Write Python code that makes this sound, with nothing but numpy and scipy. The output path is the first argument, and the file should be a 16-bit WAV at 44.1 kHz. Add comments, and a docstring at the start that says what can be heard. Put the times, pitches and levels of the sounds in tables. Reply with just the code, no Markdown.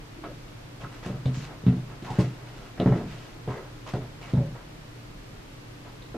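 """A small room: ventilation hums low and a lamp whines thinly from start to end.
Almost at once a sleeve rustles and two leather shoes are handled on a paper-covered table.
For about four seconds they are lifted, slid and set down. Each rubber sole thumps the table top,
knocks in the hollow shoe and slaps the paper; leather and paper rustle between the blows.
After a pause, near six seconds, the paper ticks twice and one last light knock follows."""
import sys
import numpy as np
from scipy import signal
from scipy.fft import rfft, irfft, next_fast_len
from scipy.io import wavfile
from scipy.ndimage import map_coordinates

SR = 44100
rng = np.random.default_rng(int(sys.argv[2]) if len(sys.argv) > 2 else 0)


def transcribe(signal):
    """Save signal, clipped to [-1, 1], as a 16-bit WAV file at the path in sys.argv[1]."""
    frames = np.atleast_2d(signal).T
    limited = np.clip(frames, -1, 1)
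    pcm = np.round(limited * 32767).astype(np.int16)
    wavfile.write(sys.argv[1], SR, pcm)


N = 272097

# Each touch of a sole or hand: t/s, low thump/dB, middle thump/dB, high thump/dB, knock/dB, slap/dB,
# slap's tilt towards the treble/(dB per octave)
CONTACTS = [(0.24, -61, -61, -47, -39, -33, -13.5), (0.836, -28, -37, -53, -45, -52, -5),
            (1.061, -28, -27, -33, -35, -46, 7), (1.099, -26, -24, -38, -37, -54, -3),
            (1.14, -23, -33, -39, -42, -67, 2), (1.256, -12, -28, -29, -36, -39, -1),
            (1.279, -19, -26, -25, -41, -53, -3), (1.372, -19.5, -32, -35, -49, -57, -10),
            (1.636, -27, -32, -49, -46, -59, -3), (1.665, -11, -10, -21, -35, -38, -5),
            (1.681, -10.5, -15, -19, -38, -43, -12), (1.722, -24, -24, -26, -39, -50, -5),
            (1.766, -23.5, -26, -39, -42.5, -55, 0), (2.023, -30, -34, -42, -40.5, -47, 1),
            (2.103, -26, -32, -34, -37, -45, 6), (2.186, -10.5, -12, -31, -25.5, -44, 10),
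            (2.203, -30, -28, -38, -37, -50, 12), (2.239, -22, -19.5, -48, -42, -52, -8),
            (2.776, -42, -42, -46, -44, -41, -12), (2.799, -23, -19, -21, -23, -36, -6),
            (2.826, -25, -20, -27, -41, -53, -6), (2.859, -18, -12, -20, -22, -45, -5),
            (2.875, -20, -15, -26, -31, -56, -6), (2.905, -12.5, -24, -27, -38, -58, -6),
            (2.921, -19, -19, -25, -24, -41, -13), (2.955, -24, -22, -25, -32, -53, -10),
            (2.993, -33, -27, -31, -36, -54, -8), (3.05, -28, -30, -37, -47, -62, -8),
            (3.476, -21, -30, -45, -32, -48, -8), (3.5, -22, -35, -49, -43, -56, -5),
            (3.936, -17, -26, -39, -27, -42, 0), (4.014, -32, -47, -47, -40, -56, -3),
            (4.335, -11.5, -16.5, -20, -33, -49, 2), (4.373, -10.5, -20, -23, -32, -55, 5),
            (4.42, -23, -30, -35, -41, -65, 0), (4.485, -28, -35, -46, -50, -65, 0),
            (6.143, -50, -42, -32, -33, -36, -20)]
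# The dull tone of rubbed leather: f/Hz, level/dB
LEATHER_COLOUR = [(200, 2.5), (500, 9), (1000, 6.5), (1800, 1), (3000, -15.5), (6000, -49)]
# How alike sounds from the table are on the left and right: f/Hz, likeness (1 = the same)
STEREO_LIKENESS = [(120, .999), (350, .97), (700, .92), (1400, .72), (2800, .55), (5600, .25), (10000, -.1)]


def amp(db):
    """Turn decibels into a factor to multiply by."""
    return 10 ** (np.asarray(db) / 20)


def unit(x):
    """Scale a signal to an average strength (rms) of 1."""
    return x / np.sqrt(np.mean(x ** 2) + 1e-20)


def along(points, hz):
    """Read between (frequency, value) points, with octaves evenly spaced."""
    freqs, values = np.transpose(points)
    return np.interp(np.log(hz + 1), np.log(freqs + 1), values)


def wobble(rate):
    """A smooth curve through `rate` random values a second."""
    return map_coordinates(rng.standard_normal(int(N * rate / SR) + 4), [np.arange(N) * rate / SR])


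def swell(start, length, attack, t60):
    """Loudness that rises, holds until `length` is over, then falls 60 dB every `t60` seconds."""
    age = np.arange(N) / SR - start
    return np.clip(age / attack, 0, 1) * amp(-60 * np.maximum(age - length, 0) / t60)


def add(track, s, sound):
    """Mix a sound into the track, starting at `s` seconds."""
    start = round(s * SR)
    part = sound[..., :max(N - start, 0)]
    track[..., start:start + part.shape[-1]] += part


def noise(colour, size, alike=STEREO_LIKENESS):
    """Stereo noise with a given tone colour, alike on both sides in the bass but not in the treble."""
    padded = next_fast_len(size)
    hz = np.fft.rfftfreq(padded, 1 / SR)
    angle = np.arccos(np.clip(along(alike, hz), -1, 1)) / 2
    phases = np.exp(2j * np.pi * rng.random((2, len(hz))))
    spectrum = phases * amp(along(colour, hz)) * [np.cos(angle), np.sin(angle)]
    mid, side = irfft(spectrum, padded)[:, :size]
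    return unit(np.array([mid + side, mid - side]))


def burst(colour, t, t60, attack, room_db):
    """A short contact noise from straight ahead, then the room's fading answer."""
    # How long the room rings: f/Hz, time to fall 60 dB/s
    room_decay = [(100, 0.96), (400, 0.33), (1500, 0.24), (5000, 0.13), (12000, 0.22)]
    direct = noise(colour, size=len(t))[0] * amp(-60 * t / t60) * (1 - np.exp(-t / attack))
    hz, age, spectrum = signal.stft(noise(colour, size=len(t)), SR, nperseg=256)
    fading = amp(-60 * age / along(room_decay, hz)[:, None])
    tail = signal.istft(spectrum * fading, SR)[1][:, :len(t)]
    return direct + amp(room_db) * tail * (1 - np.exp(-t / 0.0067))


def ring(modes, t, strength, scatter_db, attack, detune):
    """A struck object's own tones (modes); the spot hit varies their level, the load their pitch."""
    hz, db, t60 = np.transpose(modes)[:, :, None]
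    level_luck, pitch_luck = rng.standard_normal((2, len(modes), 1))
    weight = amp(db + scatter_db * level_luck) * strength(hz)
    waves = weight * np.sin(2 * np.pi * hz * (1 + detune * pitch_luck) * t) * amp(-60 * t / t60)
    return waves.sum(0) * (1 - np.exp(-t / attack))


def ventilation(air_db=-45, wavers_per_s=16, steady=2.8):
    """Moving air rushes softly, with a low hum that wavers in its resonances."""
    # The tone of the moving air: f/Hz, level/dB
    air_colour = [(12, -21), (20, -5), (43, -1.5), (72, -18), (108, -4), (170, -12), (302, -11.5),
                  (440, -14.5), (774, -20), (1050, -20.5), (2600, -25), (4820, -30), (13100, -44.5),
                  (15000, -55)]
    # How alike the air is on the left and right: f/Hz, likeness
    air_likeness = [(60, .998), (110, .98), (200, .73), (380, .23), (700, 0), (1500, -.1)]
    # The hum's narrow resonances: f/Hz, level/dB
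    hum_tones = [(118.4, -51.5), (150.7, -56.5), (296.1, -58.5)]
    t = np.arange(N) / SR
    out = amp(air_db) * noise(air_colour, size=N, alike=air_likeness)
    for hz, db in hum_tones:
        waver = steady + wobble(wavers_per_s) + 1j * wobble(wavers_per_s)
        out += amp(db) * unit((waver * np.exp(2j * np.pi * hz * t)).real)
    return out


def lamp():
    """A lamp whines with two high tones, so close that they beat against each other."""
    # The lamp's tones: f/Hz, level/dB
    whine_tones = [(13000, -80), (13026, -81)]
    out, t = np.zeros((2, N)), np.arange(N) / SR
    for hz, db in whine_tones:
        phase_drift = 0.4 * np.array([wobble(6), wobble(6)])
        out += amp(db) * unit(np.sin(2 * np.pi * hz * t + phase_drift))
    return out


def near_walls(x, count=8, first_s=0.001964, last_s=0.022, echo_db=-4, above_hz=590):
    """Weak, quick echoes from nearby lamps, backdrop and walls colour everything above the bass."""
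    padded = next_fast_len(N + SR // 2)
    hz = np.fft.rfftfreq(padded, 1 / SR)
    delays = rng.uniform(first_s, last_s, (count, 1))
    echoes = np.exp(-2j * np.pi * hz * delays).sum(0) / np.sqrt(count)
    share = amp(echo_db) * hz ** 2 / (hz ** 2 + above_hz ** 2)
    return irfft(rfft(x, padded) * (1 + share * echoes) / np.sqrt(1 + share ** 2), padded)[:, :N]


def sleeve(level_db=-58.5, flutter_db=4.5):
    """Cloth rustles faintly and unevenly, as dull as the leather, while the arm is over the table."""
    cloth = unit(noise(LEATHER_COLOUR, size=N) * amp(flutter_db * wobble(12)))
    return amp(level_db) * swell(start=0.23, length=4.427, attack=0.254, t60=1.2) * cloth


def paper_ticks(ring_hz=3950):
    """The paper gives tiny dry ticks under a sole or as it settles."""
    # The ticks: t/s, level/dB
    ticks = [(2.8, -33), (3.94, -48), (6.023, -39), (6.062, -43)]
    out, t = np.zeros((2, N)), np.arange(SR // 10) / SR
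    colour = [(ring_hz / 2, -30), (ring_hz, 0), (ring_hz * np.sqrt(2), -35)]
    for s, db in ticks:
        add(out, s, amp(db) * burst(colour, t, t60=0.015, attack=0.00055, room_db=-39))
    return out


def rustling(flex_leather_db=-21.5, flex_paper_db=-29):
    """Leather rubs and paper slides in tiny grains, under each stroke and as a shoe flexes."""
    # A hand grips a shoe or a sole drags on the paper: t/s, length/s, leather/dB, paper/dB
    strokes = [(0.798, 0.043, -46, -52), (0.914, 0.022, -49, -52), (1.022, 0.043, -43.5, -47.5),
               (1.334, 0.1, -58, -47), (1.893, 0.013, -46, -73.5), (2.04, 0.062, -44, -46.5),
               (2.13, 0.064, -44.5, -48), (2.185, 0.028, -57, -42.5), (2.46, 0.21, -53.5, -55.5),
               (3.063, 0.12, -61, -51), (3.19, 0.1, -56, -53), (3.473, 0.11, -43, -53.5),
               (3.858, 0.023, -43.5, -45.5), (4.208, 0.096, -47.5, -52.5), (4.542, 0.012, -44.5, -65.5),
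               (5.844, 0.013, -48.5, -59)]
    # The bright tone of sliding paper: f/Hz, level/dB
    paper_colour = [(1200, 1), (2600, 3), (4000, -2), (6500, -8), (9000, -17), (14000, -24), (16000, -34)]
    moves = [(swell(s, length, attack=0.0095, t60=0.36), leather_db, paper_db)
             for s, length, leather_db, paper_db in strokes]
    for s, *_, knock_db, _, _ in CONTACTS:  # the louder the knock, the louder the flexing after it
        flex = swell(s, length=0.02, attack=0.02, t60=0.66)
        moves.append((flex, knock_db + flex_leather_db, knock_db + flex_paper_db))
    rub = np.sqrt(sum((shape * amp(db)) ** 2 for shape, db, _ in moves))
    slide = np.sqrt(sum((shape * amp(db)) ** 2 for shape, _, db in moves))
    leather = unit(noise(LEATHER_COLOUR, size=N) * amp(1.2 * wobble(150)))
    paper = unit(noise(paper_colour, size=N) * amp(2.5 * wobble(500) + 1.9 * wobble(60)))
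    return rub * leather + slide * paper


def chafing():
    """Leather and rubber stick and slip, making a rough tone that glides as the grip shifts; the one bright,
    broad chafe near 1.33 s is paper sliding."""
    # The chafes: t/s, length/s, first f/Hz, last f/Hz, width as a share of the pitch, level/dB
    chafes = [(0.165, 0.1417, 308.9, 310, 0.39, -42), (0.239, 0.12, 570, 550, 0.294, -45.5),
              (0.235, 0.0295, 1067, 980, 0.99, -39.5), (0.808, 0.028, 2850, 2500, 0.37, -52),
              (0.839, 0.032, 1544, 844, 0.35, -42), (1.33, 0.16, 6020, 4780, 0.7, -54.5),
              (2.071, 0.074, 900, 835, 0.42, -37), (3.478, 0.071, 904, 1007, 0.56, -41),
              (3.509, 0.15, 2012, 2073, 0.1, -58), (3.556, 0.11, 442.5, 473, 0.44, -41),
              (3.863, 0.066, 1136, 1070, 0.342, -45.5), (4.223, 0.054, 2600, 2290, 0.45, -51.5),
              (4.357, 0.15, 552, 561, 0.12, -40)]
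    out = np.zeros((2, N))
    for s, length, start_hz, end_hz, width, db in chafes:
        size = int(length * SR)
        progress = np.linspace(0, 1, size)
        cycles = np.cumsum(start_hz * (end_hz / start_hz) ** progress) / SR
        # strength and phase change every few cycles
        draws = rng.standard_normal((4, size // 2))
        slips = np.array([map_coordinates(row, [cycles * width]) for row in draws])
        mid, side = (np.exp(2j * np.pi * cycles) * (slips[::2] + 1j * slips[1::2])).real
        spread = np.tan(np.arccos(along(STEREO_LIKENESS, start_hz)) / 2)
        stereo = unit(mid) + spread * unit(side) * np.array([[1], [-1]])
        grip = np.sin(np.pi * np.sqrt(progress))  # bites quickly, lets go slowly
        add(out, s, amp(db) * grip * stereo)
    return out


def paper_slap(t, tilt_db):
    """A sole slaps the paper; a higher tilt makes it crisper."""
    # The tone of the slap before tilting: f/Hz, level/dB
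    slap_colour = [(500, -24), (1300, -3), (2300, -0.5), (3800, 3.5), (5000, -5), (10000, -19),
                   (15000, -42)]
    tilted = [(hz, db + tilt_db * np.log2(hz)) for hz, db in slap_colour]
    return burst(tilted, t, t60=0.04, attack=0.00059, room_db=-4)


def shoe_knock(t, hollow_db=-8.5):
    """The rubber sole gives a dull knock and the hollow shoe rings with it."""
    # The hollow shoe's own tones: f/Hz, level/dB, time to fall 60 dB/s
    shoe_modes = [(327, 2.5, 0.23), (363, -0.5, 0.161), (423.2, 1.5, 0.31), (567, -1, 0.1),
                  (731, -11, 0.21)]
    # The tone of knocked rubber: f/Hz, level/dB
    rubber_colour = [(65, -2), (190, 0), (310, 6), (450, 4.5), (700, 0), (1200, -11.5), (2200, -19),
                     (4000, -70)]
    push_or_pull = lambda hz: rng.choice([-1, 1], hz.shape)
    hollow = ring(shoe_modes, t, push_or_pull, scatter_db=3, attack=0.001, detune=0.0088)
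    return burst(rubber_colour, t, t60=0.11, attack=0.0004, room_db=-5.5) + amp(hollow_db) * hollow


def table_thump(t, thump_db, gap_s, push_db=-14, push_hz=68, push_t60=0.12, mute_db=5.5, mute_s=0.026):
    """The table gives way and rings until the next contact damps it; the room booms on."""
    # The table top's own tones: f/Hz, level/dB, time to fall 60 dB/s
    table_modes = [(129, 0, 0.22), (152, -4.5, 0.17), (180, 0, 0.21), (206, -10, 0.15), (243, 0, 0.22)]
    # The room's bass tones, set going by the table: f/Hz, level/dB, time to fall 60 dB/s
    room_modes = [(121, -16, 0.7), (150, -15, 0.5), (192, -18, 0.5)]
    # Where the low, middle and high thump lie: f/Hz
    thump_hz = [125, 178, 243]
    # a flat, soft landing favours the low tones, a heel the higher ones
    strength = lambda hz: amp(np.interp(hz, thump_hz, thump_db))
    top = ring(table_modes, t, strength, scatter_db=1, attack=0.003, detune=0.012)
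    bass_cut = signal.butter(2, 85, "high", fs=SR, output="sos")  # the top gives off little deep bass
    top = signal.sosfilt(bass_cut, top)
    # the shoe's weight pushes the whole table down
    push = amp(push_db - 60 * t / push_t60) * strength(push_hz) * np.sin(2 * np.pi * push_hz * t)
    boom = ring(room_modes, t, strength, scatter_db=1, attack=0.04, detune=0.012)
    muting = amp(-mute_db * np.clip((t - gap_s) / mute_s, 0, 1))
    return muting * (top + push) + boom


def shoe_blows():
    """Each contact makes a thump, a knock and a slap; a landing is a quick run of contacts."""
    out, t = np.zeros((2, N)), np.arange(SR // 2) / SR
    gaps = np.diff([row[0] for row in CONTACTS], append=N / SR)
    for (s, *thump_db, knock_db, slap_db, tilt_db), gap_s in zip(CONTACTS, gaps):
        add(out, s, table_thump(t, thump_db, gap_s))
        add(out, s, amp(knock_db) * shoe_knock(t))
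        add(out, s, amp(slap_db) * paper_slap(t, tilt_db))
    return out


def scene():
    """The shoes on the table, straight ahead, in the quiet room."""
    shoes = shoe_blows() + chafing() + paper_ticks() + rustling() + sleeve()
    return ventilation() + lamp() + near_walls(shoes)


def record(dry):
    """Cut away the very highest treble."""
    top_hz = 15150
    padded = next_fast_len(N + SR // 2)
    passes = np.fft.rfftfreq(padded, 1 / SR) < top_hz
    return irfft(rfft(dry, padded) * passes, padded)[:, :N]


dry = scene()
out = record(dry)
transcribe(out)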